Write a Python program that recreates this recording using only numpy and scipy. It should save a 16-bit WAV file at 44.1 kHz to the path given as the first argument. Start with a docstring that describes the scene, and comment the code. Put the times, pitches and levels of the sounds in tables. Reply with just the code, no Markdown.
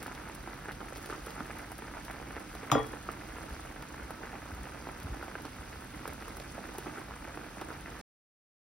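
"""Fruit simmers in thick syrup in a pan: bubbles burst as short decaying pressure swings over a dense crowd
of smaller bursts, heard from just above by a pair of close microphone ports.
Syrup sizzles at the hot rim (tiny bursts plus hiss) and spits (ticks with a spray of noise).
A spatula is put down once and bounces: thunks, ringing pan modes, dying noise and two squeaky skids.
Steam brushes the microphone, the stove rumbles and hums below, and the sound stops dead near the end."""
import sys
import numpy as np
from scipy import signal
from scipy.fft import rfft, irfft, next_fast_len
from scipy.io import wavfile
from scipy.ndimage import uniform_filter1d

SR = 44100
rng = np.random.default_rng(int(sys.argv[2]) if len(sys.argv) > 2 else 0)


def waveform_to_disk(signal):
    """Save audio, clipped to [-1, 1], as 16-bit WAV at the path in sys.argv[1]."""
    frames = np.transpose(np.atleast_2d(signal))
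    scaled = np.clip(frames, -1, 1) * 32767
    samples = np.round(scaled).astype(np.int16)
    wavfile.write(sys.argv[1], SR, samples)


N = 380141
TIME = np.arange(N) / SR
STOP_S = 8.013
LULL_S, USUAL_GULP_DB = 0.026, -42


# Bursting bubbles that stand out. Each row: start in seconds, pop peak in dB before trim, pitch in Hz,
# cycles to the envelope peak, gulp in dB before trim.
BIG_BUBBLES = [(0.0621, -27, 1280, 0.52, -38), (0.0795, -37, 920, 1.1, -40),
               (0.2958, -37.5, 820, 0.52, -38), (0.4747, -30.5, 880, 0.48, -37),
               (0.534, -38, 1000, 0.35, -56), (0.6841, -31.5, 1410, 1.2, -34.5),
               (0.6916, -30, 1500, 0.85, -45), (0.804, -38, 1380, 0.97, -38),
               (0.9234, -37.0, 1350, 1.1, -35), (1.0993, -26, 1360, 0.6, -35),
               (1.1261, -30, 1280, 1.2, -34), (1.2685, -32.5, 1270, 1, -33.5),
               (1.379, -36.0, 1400, 1.2, -52), (1.405, -27.0, 1360, 1.4, -31), (1.498, -35, 900, 0.53, -38),
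               (1.5054, -26.5, 1450, 0.35, -47), (1.59, -33.0, 1400, 0.41, -50),
               (1.7188, -27.5, 850, 0.21, -46), (1.822, -29, 1110, 0.23, -35.5),
               (1.883, -31.0, 1200, 0.32, -59), (1.9688, -29.5, 880, 0.25, -39),
               (2.0827, -28, 1210, 0.34, -46), (2.097, -37, 774, 0.69, -51), (2.1994, -39, 796, 0.9, -42),
               (2.227, -29, 1150, 0.25, -40), (2.3073, -28.5, 1310, 0.25, -40),
               (2.3657, -27.5, 1360, 0.32, -35), (2.5519, -33.0, 1120, 0.45, -42),
               (2.6306, -28.5, 1000, 0.25, -35), (2.6416, -33, 1310, 0.25, -50),
               (2.7003, -24, 1550, 0.45, -34), (2.9356, -32.0, 784, 0.3, -31),
               (3.0884, -24.0, 1280, 1.4, -33), (3.3576, -35, 1070, 0.45, -44),
               (3.3647, -37, 1440, 0.75, -40), (3.3844, -29, 970, 0.29, -39), (3.5063, -38, 1610, 0.9, -42),
               (3.7616, -32.0, 1190, 0.35, -44), (3.8263, -31.5, 1150, 0.25, -50),
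               (3.9435, -30, 1190, 0.28, -52), (4.106, -33.5, 1390, 0.82, -37),
               (4.235, -33, 1530, 0.9, -35.5), (4.33, -35, 790, 0.45, -41), (4.3532, -39, 1310, 0.29, -46),
               (4.655, -34.5, 1550, 0.6, -41), (4.7335, -37.5, 1400, 1.2, -48),
               (4.8703, -33.5, 900, 0.99, -37.5), (4.889, -28.5, 1000, 0.32, -43),
               (5.1397, -35.5, 1110, 0.45, -51), (5.2265, -29.5, 1420, 1.1, -38),
               (5.2815, -28, 880, 0.3, -41), (5.353, -26, 1520, 1.3, -35), (5.4519, -32, 970, 0.25, -36),
               (6.0556, -24, 1160, 0.45, -45), (6.0772, -28.5, 1264, 0.42, -33),
               (6.126, -34.5, 850, 0.56, -46), (6.2245, -30, 820, 0.23, -40), (6.281, -32, 1050, 0.71, -46),
               (6.3694, -35.5, 1260, 0.6, -47), (6.58, -34.5, 650, 0.45, -38),
               (6.6895, -33.5, 1660, 0.6, -41), (6.7833, -34, 780, 0.72, -30.5),
               (6.8603, -33, 1150, 0.42, -43), (6.867, -39, 740, 0.67, -32), (6.8931, -40, 1260, 0.68, -51),
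               (6.973, -38.0, 1400, 1.1, -43), (6.9805, -36, 1400, 0.97, -33.5),
               (7.0138, -34.5, 1150, 1, -43), (7.1089, -31, 1000, 0.68, -49), (7.279, -37, 1350, 0.69, -36),
               (7.374, -25, 1000, 0.29, -38), (7.5709, -39, 800, 0.68, -45), (7.613, -31, 1100, 0.42, -36),
               (7.619, -38, 860, 0.9, -37), (7.688, -39, 1190, 1.1, -57), (7.7032, -34, 1410, 0.8, -41),
               (7.7123, -33, 1200, 0.45, -55), (7.8598, -30.5, 1730, 0.53, -46)]
# Splutter spectrum. Each row: frequency in Hz, relative density in dB per Hz.
SPLUTTER_SPECTRUM = [(100, -17), (350, -3.5), (850, 2.5), (1100, -7), (1450, 1.5), (2400, -6.5),
                     (3300, -14), (6000, -39), (16000, -51)]
# Pop colouring. Each row: frequency in Hz, gain in dB.
POP_GAIN = [(100, -15.5), (400, -5.5), (700, 1), (1500, 0), (2500, 1.5), (3500, -9), (8000, -13.5)]


def plops(level_db=-1.5, tear_hz=2200, tear_db=-11, body_hz=720, body_db=-8,
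          gulp_hz=410, gulp_cycles=0.72, gulp_level_db=-2, wall_s=0.0017, wall_db=-13,
          splutter_s=0.011, splutter_db=-48, splutter_per_gulp=0.3, size=1400):
    """A film snaps or rings over a rounder body; the pan wall echoes, the syrup gulps shut and splutters."""
    pops, syrup = np.zeros(N), np.zeros(N)
    splutter_decay = np.exp(-TIME[:size] / splutter_s)
    for s, db, hz, cycles, gulp_db in np.vstack([BIG_BUBBLES, lesser_bubbles()]):
        place, depth = rng.standard_normal(2)
        tear = gain_of(tear_db) * burst(tear_hz, 0.39, size)
        pop = gain_of(db + level_db) * (burst(hz, cycles, size) + tear)
        body = gain_of(db + body_db) * cycles * burst(body_hz, 0.5, size)
        add(pops, s, pop + body)
        add(pops, s + wall_s * np.exp(0.27 * place), gain_of(wall_db) * pop)

        gulp = burst(gulp_hz * np.exp(-0.2 * depth), gulp_cycles, size)
        add(syrup, s, gain_of(gulp_db + gulp_level_db) * gulp)
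        # deeper gulps splutter more
        wet_db = splutter_db + splutter_per_gulp * (gulp_db - USUAL_GULP_DB)
        hiss = evened(tint(rng.standard_normal((1, size)), SPLUTTER_SPECTRUM))[0]
        add(syrup, s, gain_of(wet_db) * hiss * splutter_decay)
    return ports(tint(pops[None], POP_GAIN)[0] + syrup)


# Lulls when hardly a bubble bursts. Each entry: centre in seconds.
LULL_TIMES = [0.41, 0.755, 1.23, 1.76, 2.035, 2.45, 3.03, 3.889, 4.17, 4.4, 5.51, 5.89, 6.17, 7.05, 7.19,
              7.53, 7.825]


def lesser_bubbles(per_s=6, level_db=-40, spread_db=0.5, usual_hz=1200, spread_octaves=0.35,
                   usual_cycles=0.57, gulp_re_pop_db=-8):
    """Middling bubbles burst at random moments outside the lulls; rows as in BIG_BUBBLES."""
    when, size, depth, ring = rng.standard_normal((200, 4)).T
    s = (np.arange(len(when)) + when) / per_s
    db = level_db + spread_db * size
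    hz = usual_hz * 2 ** (spread_octaves * depth)
    cycles = usual_cycles * np.exp(0.35 * ring)
    rows = np.c_[s, db, hz, cycles, db + gulp_re_pop_db]
    resting = abs(s[:, None] - np.array(LULL_TIMES)).min(1) < 2 * LULL_S
    return rows[(s > 0) & (s < STOP_S) & ~resting]


# Small-bubble spectrum. Each row: frequency in Hz, relative density in dB per Hz.
SIMMER_SPECTRUM = [(60, -31), (150, -14.5), (320, 6), (410, -5.5), (500, -1.5), (640, -3.5), (870, 1.5),
                   (1050, -4.5), (1330, 0), (1700, -4), (2350, -7.5), (3300, -21), (6000, -36),
                   (16000, -55)]


def simmer(level_db=-49, clump_s=0.018, clump_db=1.4):
    """Countless small bubbles burst in thick syrup; a random level waver and the surges clump them."""
    crowd = swarm(lo_hz=175.5, hi_hz=3080, per_s=650, spread_db=2.5, cap_db=10.5, cycles=0.3,
                  spray_db=-12.5, spray_s=0.004)
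    knots_s = np.cumsum(rng.uniform(0.5, 1.5, 2000)) * clump_s
    clumps = evened(np.interp(TIME, knots_s, rng.uniform(-1, 1, len(knots_s))))
    clumped = evened(tint(crowd, SIMMER_SPECTRUM) * gain_of(clump_db * clumps))
    return ports(*(clumped * gain_of(level_db + surges())))


def surges(surge_db=4, surge_s=0.019, from_gulp_db=-53, gulp_range_db=14.5, lull_db=5.5):
    """Boil level in dB: big bubbles with deep gulps stir their neighbours; in a lull spent syrup rests."""
    t = TIME[::128, None]
    s, gulp_db = np.array(BIG_BUBBLES)[:, 0], np.array(BIG_BUBBLES)[:, -1]
    stir = np.maximum(gulp_db - from_gulp_db, 0) / gulp_range_db
    swell = ((t > s) * stir * np.exp(-abs(t - s) / surge_s)).max(1)
    rest = np.exp(-((t - np.array(LULL_TIMES)) / LULL_S) ** 2).max(1)
    return np.interp(TIME, t[:, 0], surge_db * swell - lull_db * rest)


# Rim sizzle curve. Each row: time in seconds, level in dB, of which only the swing about the median is
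# used, scaled by "follow".
SIZZLE_CURVE = [(0.0, -57.5), (0.84, -58), (1.08, -56.5), (1.92, -58), (2.04, -57), (2.28, -58.5),
                (2.4, -57.5), (3.24, -57.5), (3.6, -57), (3.72, -58), (4.08, -58), (6.96, -57), (7.08, -58),
                (7.99, -57.5)]
# Rim sizzle spectrum. Each row: frequency in Hz, relative density in dB per Hz.
SIZZLE_SPECTRUM = [(800, -32), (2500, 2.5), (4000, 1.5), (6500, 1.5), (10500, -2), (13500, -8), (14700, -6),
                   (16000, -8)]


def sizzle(level_db=-58.0, hiss_db=-3, follow=3.5):
    """Tiny droplets flash to steam at the rim over a fine hiss."""
    crackle = evened(swarm(lo_hz=2500, hi_hz=14300, per_s=1300, spread_db=3.5, cap_db=18.0, cycles=0.61,
                           spray_db=1.5, spray_s=0.004))
    fizz = crackle + gain_of(hiss_db) * rng.standard_normal((2, N))
    level = gain_of(level_db + follow * swing(SIZZLE_CURVE))
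    return ports(*(evened(tint(fizz, SIZZLE_SPECTRUM)) * level))


# Loudest droplets on hot metal. Each row: time in seconds before the flash delay, level in dB before trim,
# tick body in dB relative to that level before the wet trim.
SPIT_DROPS = [(0.0278, -32, -26), (0.044, -42, -14), (0.0662, -35, -6), (0.1493, -37, 7),
              (0.3492, -35, -19), (0.5397, -43, -12), (0.7187, -36.5, -3), (0.959, -38, -1),
              (0.97, -37, -10), (1.0271, -41, -17), (1.059, -34.5, -12), (1.1044, -37, 0),
              (1.2623, -35.5, -24), (1.305, -36.5, -3), (1.4643, -43, -14), (1.5855, -37, -32),
              (1.717, -36, -29), (1.7812, -36, -30), (2.0492, -37, -11), (2.1108, -37, -12),
              (2.396, -42, -17), (2.5506, -37, -7), (2.8657, -38, -20), (3.1155, -36.5, -26),
              (3.5334, -45, -26), (3.8229, -37, -4), (4.106, -38, -24), (5.0, -39, -11), (5.031, -40, -19),
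              (5.4202, -40, -21), (5.452, -34, 10), (6.0766, -31.5, -15), (6.1332, -36.5, -21),
              (6.281, -40, -27), (6.3684, -36, -26), (6.399, -35, 6), (6.7828, -30.5, -18),
              (7.6125, -35.5, -2)]


def spits(level_db=8.0, top_hz=10500, top_cycles=0.3, body_hz=4300, body_cycles=0.13, wet_db=8,
          thud_hz=700, thud_db=-11, flash_s=0.001):
    """A sharp tick with a brief spray behind it; the wetter the droplet, the more it thuds in the syrup."""
    out = np.zeros(N)
    for s, db, body_db in SPIT_DROPS:
        wet = gain_of(body_db + wet_db)
        tick = burst(top_hz, top_cycles) + wet * burst(body_hz, body_cycles)
        spit = np.convolve(tick, spray(db=0.0, decay_s=0.0089))
        thud = burst(thud_hz * np.exp(0.28 * rng.standard_normal()), 0.45)
        add(spit, 0, wet * gain_of(thud_db) * thud)
        add(out, s + flash_s, gain_of(db + level_db) * spit / np.hypot(1, wet))
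    return ports(out)


# Spatula landing and bounces. Each row: time in seconds, strength in dB before trim,
# contact hardness as a low-pass cut-off in Hz, thunk pitch in Hz, thunk level in dB.
BOUNCES = [(2.716, -12.5, 10900, 2400, -27.5), (2.717, -9, 1500, 1173, -12), (2.7227, -19, 1395, 790, -23),
           (2.751, -13, 1604, 1180, -17), (2.7546, -8.5, 716, 546, -15), (2.7796, -15, 1698, 1090, -22)]
# Dense clatter spectrum. Each row: frequency in Hz, relative density in dB per Hz.
CLATTER_SPECTRUM = [(60, -20.5), (200, -10.5), (600, -1), (850, -4), (1200, -1.5), (1700, -15), (2300, -13),
                    (3700, -8.5), (4500, -24.5), (6000, -14.5), (7400, -27.5), (11000, -25.5), (16000, -18)]
# Clatter decay. Each row: frequency in Hz, t60 in seconds.
CLATTER_DECAY = [(200, 0.15), (1200, 0.16), (2300, 0.28), (4000, 0.14), (12000, 0.12)]


def spatula(level_db=-3.0, clatter_db=-19, crack_db=-6.5, crack_s=0.00077,
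            thunk_cycles=1.0, thunk_lag_s=0.00067, size=16384):
    """Each bounce thunks at its own pitch and rings the pan; softer contacts leave the high modes still."""
    out = np.zeros((2, N))
    level = gain_of(clatter_db) + gain_of(crack_db) * np.exp(-TIME[:size] / crack_s)
    for s, db, hard_hz, thunk_hz, thunk_db in BOUNCES:
        clatter = tint(dying_noise(CLATTER_DECAY), CLATTER_SPECTRUM)
        blow = clatter / clatter[:, :size // 32].std() * level
        blow[0] += pan_ring(thunk_hz, size)
        softened = signal.lfilter(*signal.butter(2, hard_hz, fs=SR), blow)
        add(out, s, gain_of(db + level_db) * softened)
        add(out[0], s + thunk_lag_s, gain_of(thunk_db) * burst(thunk_hz, thunk_cycles, size))
    left, right = ports(*out)
    # the blow lands on the left, so the right port lies in shadow: (Hz, dB)
    near = [(400, -4.0), (750, 7.0), (1500, 2.5), (4000, 4.0)]
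    far = [(400, -4.5), (750, -2.5), (1500, -2.5), (3000, -0.5), (6000, 7.0)]
    return np.vstack([tint(left[None], near), tint(right[None], far)])


# Pan resonances. Each row: frequency in Hz, level in dB before the boost near the blow, t60 in seconds.
RING_MODES = [(122, -15.5, 0.26), (134.5, -10.5, 0.3), (262, -18.5, 0.25), (299, -9, 0.32),
              (439, -14, 0.23), (481, -19.5, 0.17), (544, -23, 0.12), (598, -21, 0.11), (642, -22, 0.098),
              (696, -21, 0.17), (804.6, -20.5, 0.16), (915, -26, 0.1), (1002, -22.5, 0.11),
              (1080, -24.5, 0.13), (1180, -20, 0.14), (1378, -23, 0.13), (1860, -34, 0.21),
              (2010, -31.5, 0.21), (2390, -32.5, 0.14), (3230, -29, 0.15), (3332, -22, 0.36),
              (3390, -26, 0.11), (3440, -29, .13), (3920, -25, 0.06), (5004, -27.5, 0.24),
              (5647, -37.5, .2), (6990, -16, 0.087), (10800, -28.5, 0.048), (11300, -25, 0.057),
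              (12160, -25, 0.078), (12680, -25.5, 0.065), (13850, -27.5, .05)]


def pan_ring(thunk_hz, size, bloom_cycles=1.2, near_db=6, near_octaves=0.41,
             rough=0.3, rough_from_hz=1500, rough_s=0.0064):
    """Modes build up in a cycle or two, most near the blow's pitch; spatula chatter roughens high ones."""
    t, ring = TIME[:size], np.zeros(size)
    for hz, db, t60 in RING_MODES:
        chatter = np.interp(t, np.arange(400) * rough_s, rng.standard_normal(400))
        db = db + near_db * np.exp(-(np.log2(hz / thunk_hz) / near_octaves) ** 2)
        build_up = 1 - np.exp(-hz * t / bloom_cycles)
        roughness = 1 + rough * (hz > rough_from_hz) * chatter
        ring += gain_of(db - 60 * t / t60) * build_up * roughness * np.sin(2 * np.pi * hz * t)
    return ring


# Spatula skids as it settles. Each row: start in seconds, length in seconds, level in dB, mean pitch in Hz.
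SKID_SQUEAKS = [(2.76, .028, -38.5, 1904), (2.793, .03, -41, 1880)]


def skids(jitter=0.026, left_db=-3):
    """Brief squeaks of unsteady pitch as the spatula slips on the metal."""
    out = np.zeros(N)
    for s, length_s, db, hz in SKID_SQUEAKS:
        size = int(length_s * SR)
        wander = evened(uniform_filter1d(rng.standard_normal(4096), size=64))[:size]
        phase = 2 * np.pi * np.cumsum(hz * (1 + jitter * wander)) / SR
        add(out, s, gain_of(db) * np.hanning(size) ** 0.5 * np.sin(phase))
    return ports(out) * gain_of([[left_db], [0]])


# Steam eddies at the microphone. Each row: centre in seconds, level in dB, mid pitch in Hz.
EDDIES = [(3.52, -37, 59), (4.049, -43, 57.3), (4.532, -36, 76), (4.6, -39, 59.4), (4.995, -44, 57.6),
          (5.054, -33.5, 84.4), (5.115, -33.5, 58.2), (5.6, -42, 70), (5.97, -44, 49.5), (6.1, -43, 97)]


def steam(cycles=3.8, pitch_fall=0.32, lumps_db=-10, lumps_hz=170):
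    """Soft, lumpy eddies of rising steam, a few cycles long and sinking in pitch, push both ports alike."""
    out = np.zeros(N)
    for s, db, hz in EDDIES:
        length_s = cycles / hz
        t = TIME[:int(length_s * SR)] - length_s / 2
        lumps = signal.lfilter(*signal.butter(2, lumps_hz, fs=SR), rng.standard_normal(SR))
        tone = np.cos(2 * np.pi * hz * t * (1 - pitch_fall * t / length_s / 2))
        eddy = tone + gain_of(lumps_db) * evened(lumps)[:len(t)]
        add(out, s - length_s / 2, -gain_of(db) * np.hanning(len(t)) * eddy)
    return out


# Stove rush spectrum. Each row: frequency in Hz, relative density in dB per Hz.
RUMBLE_SPECTRUM = [(15, -30.5), (30, -5), (45, 0), (65, -4.5), (95, -7.5), (170, -9.5), (300, -12),
                   (600, -21), (1500, -18.5), (3500, -29), (16000, -41.5)]
# Stove hum. Each row: frequency in Hz, rms level in dB ahead of the ports.
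HUM_TONES = [(60, -59), (134, -61.5), (198, -66), (240, -68.5), (300, -66.5)]


def stove(rumble_db=-48.0, waver_rad=0.62):
    """The low rush of the stove as coloured noise, with hum tones whose phase wanders at random."""
    rumble = gain_of(rumble_db) * evened(tint(rng.standard_normal((2, N)), RUMBLE_SPECTRUM))
    knots_s = np.arange(0, N / SR, 1 / 10)
    for hz, db in HUM_TONES:
        walk = waver_rad * np.cumsum(rng.standard_normal(len(knots_s)))
        drift = np.interp(TIME, knots_s, walk)
        rumble[0] += gain_of(db) * np.sqrt(2) * np.sin(2 * np.pi * hz * TIME + drift)
    return ports(*rumble)


def kitchen(x, wet_db=-14, dull_hz=2800, build_s=0.0047):
    """A short, faint, dull tail from the walls: dying noise, faded in and low-passed."""
    tail = dying_noise([(200, 0.27), (2000, 0.46), (12000, 0.16)])  # (Hz, t60 s)
    tail *= np.minimum(TIME[:tail.shape[1]] / build_s, 1)
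    tail = signal.lfilter(*signal.butter(2, dull_hz, fs=SR), tail / np.linalg.norm(tail[0]))
    return x + gain_of(wet_db) * signal.oaconvolve(x, tail, axes=1)[:, :N]


# Port phase. Each row: frequency in Hz, radians by which left leads right.
PHASE_LEAD = [(0, 0), (590, 0), (720, 0.8), (1200, 0.02), (2750, 0.5), (3200, 1.04), (5300, 0), (7000, 3.5),
              (7900, 3.5), (9600, 6.5), (11500, 6.5), (12700, 11.5), (14400, -11.5), (15400, 6.5)]
# Port likeness. Each row: frequency in Hz, likeness from 0 to 1.
LIKENESS = [(50, 0.98), (450, 0.95), (680, 0.42), (1000, 0.375), (1400, 1), (2200, 1), (2950, 0.14),
            (4200, 0.22), (5500, 0.31), (7200, 1), (8600, 0.9), (10000, 0.99), (12000, 0.96), (13500, 0.97)]
# Port balance. Each row: frequency in Hz, left minus right in dB.
BALANCE = [(70, 0), (160, -3), (400, -4), (600, -8), (850, -3.5), (1000, -0.5), (1700, 0), (2700, -2.5),
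           (3700, -0.5), (4800, -2), (6000, 0)]


def ports(common, apart=None):
    """Sound reaches the ports with a phase lag; a scattered part reaches them with opposite signs."""
    size = next_fast_len(N)
    hz = np.fft.rfftfreq(size, 1 / SR)
    sign = np.array([[1], [-1]])
    z = rfft(common, size)
    if apart is not None:
        like = read(LIKENESS, hz)
        scattered = sign * rfft(apart, size) * np.sqrt((1 - like) / 2)
        z = z * np.sqrt((1 + like) / 2) + scattered
    lag = np.exp(0.5j * sign * read(PHASE_LEAD, hz))
    balance = gain_of(sign * read(BALANCE, hz) / 2)
    return irfft(z * lag * balance, size)[:, :N]


def burst(hz, cycles, size=700):
    """A film tears: a pressure swing that builds and dies within a few cycles."""
    turns = hz * np.arange(size) / SR
    u = turns / cycles
    return u * np.exp(1 - u) * np.sin(2 * np.pi * turns)


def spray(db, decay_s, size=700):
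    """One impulse with a dying scatter of droplets behind it; db is scatter energy re the impulse."""
    scatter = rng.standard_normal(size) * np.exp(-TIME[:size] / decay_s)
    return np.r_[1, gain_of(db) * scatter / np.linalg.norm(scatter)]


def swarm(lo_hz, hi_hz, per_s, spread_db, cap_db, cycles, spray_db, spray_s, count=16):
    """Two independent crowds of bursts at `count` pitches: many small, a few large."""
    out = np.zeros((2, N))
    per_pitch = int(per_s * N / SR / count)
    for hz in np.geomspace(lo_hz, hi_hz, count):
        for crowd in out:
            grain = np.convolve(hz * burst(hz, cycles), spray(spray_db, spray_s))[:700]
            at, chance, sign = rng.random((per_pitch, 3)).T
            size_db = np.minimum(-spread_db * np.log(1 - chance), cap_db)
            size = gain_of(size_db) * np.sign(sign - 0.5)
            where = (at * N).astype(int)[:, None] + np.arange(len(grain))
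            crowd += np.bincount(where.ravel(), (size[:, None] * grain).ravel(), N)[:N]
    return out


def dying_noise(t60s, size=16384):
    """Two channels of noise, each band dying at its own speed."""
    hz, t, z = signal.stft(rng.standard_normal((2, size)), SR, nperseg=256)
    decay = gain_of(-60 * t / read(t60s, hz)[:, None])
    return signal.istft(z * decay, SR, nperseg=256)[1]


def tint(x, spectrum, size=4096):
    """Causal minimum-phase colouring, so that clicks keep their sharp fronts."""
    log_gain = np.log(gain_of(read(spectrum, abs(np.fft.fftfreq(size, 1 / SR)))))
    min_phase = np.exp(np.conj(signal.hilbert(log_gain)))
    response = np.fft.ifft(min_phase).real[:size // 2]
    return signal.oaconvolve(x, response[None], axes=1)[:, :x.shape[1]]


def gain_of(db):
    """Decibels to a factor."""
    return 10 ** (np.asarray(db) / 20)


def evened(x):
    """Scaled to an rms of one."""
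    return x / np.sqrt(np.mean(x ** 2) + 1e-20)


def read(points, hz):
    """A table joined by straight lines over log frequency."""
    f, value = np.transpose(points)
    return np.interp(np.log(hz + 1), np.log(f + 1), value)


def swing(curve):
    """A level curve in dB about its median."""
    s, db = np.transpose(curve)
    return np.interp(TIME, s, db - np.median(db))


def add(mix, s, sound):
    """Mixes a sound in at time s, cut off at the end of the mix."""
    part = mix[..., max(round(s * SR), 0):][..., :sound.shape[-1]]
    part += sound[..., :part.shape[-1]]


def scene():
    """The pan in its kitchen, over the stove, with steam at the microphone."""
    pan = plops() + simmer() + sizzle() + spits() + spatula() + skids()
    return kitchen(pan) + steam() + stove()


def record(dry, low_cut_hz=36, edge_hz=15900):
    """The microphone sheds the deepest bass; the sound stops dead; then the band limit."""
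    high_pass = signal.butter(4, low_cut_hz, "high", fs=SR, output="sos")
    heard = signal.sosfilt(high_pass, dry) * (TIME < STOP_S)
    low_pass = signal.firwin(511, edge_hz, window=("kaiser", 9), fs=SR)
    return signal.oaconvolve(heard, low_pass[None], "same")


dry = scene()
out = record(dry)
waveform_to_disk(out)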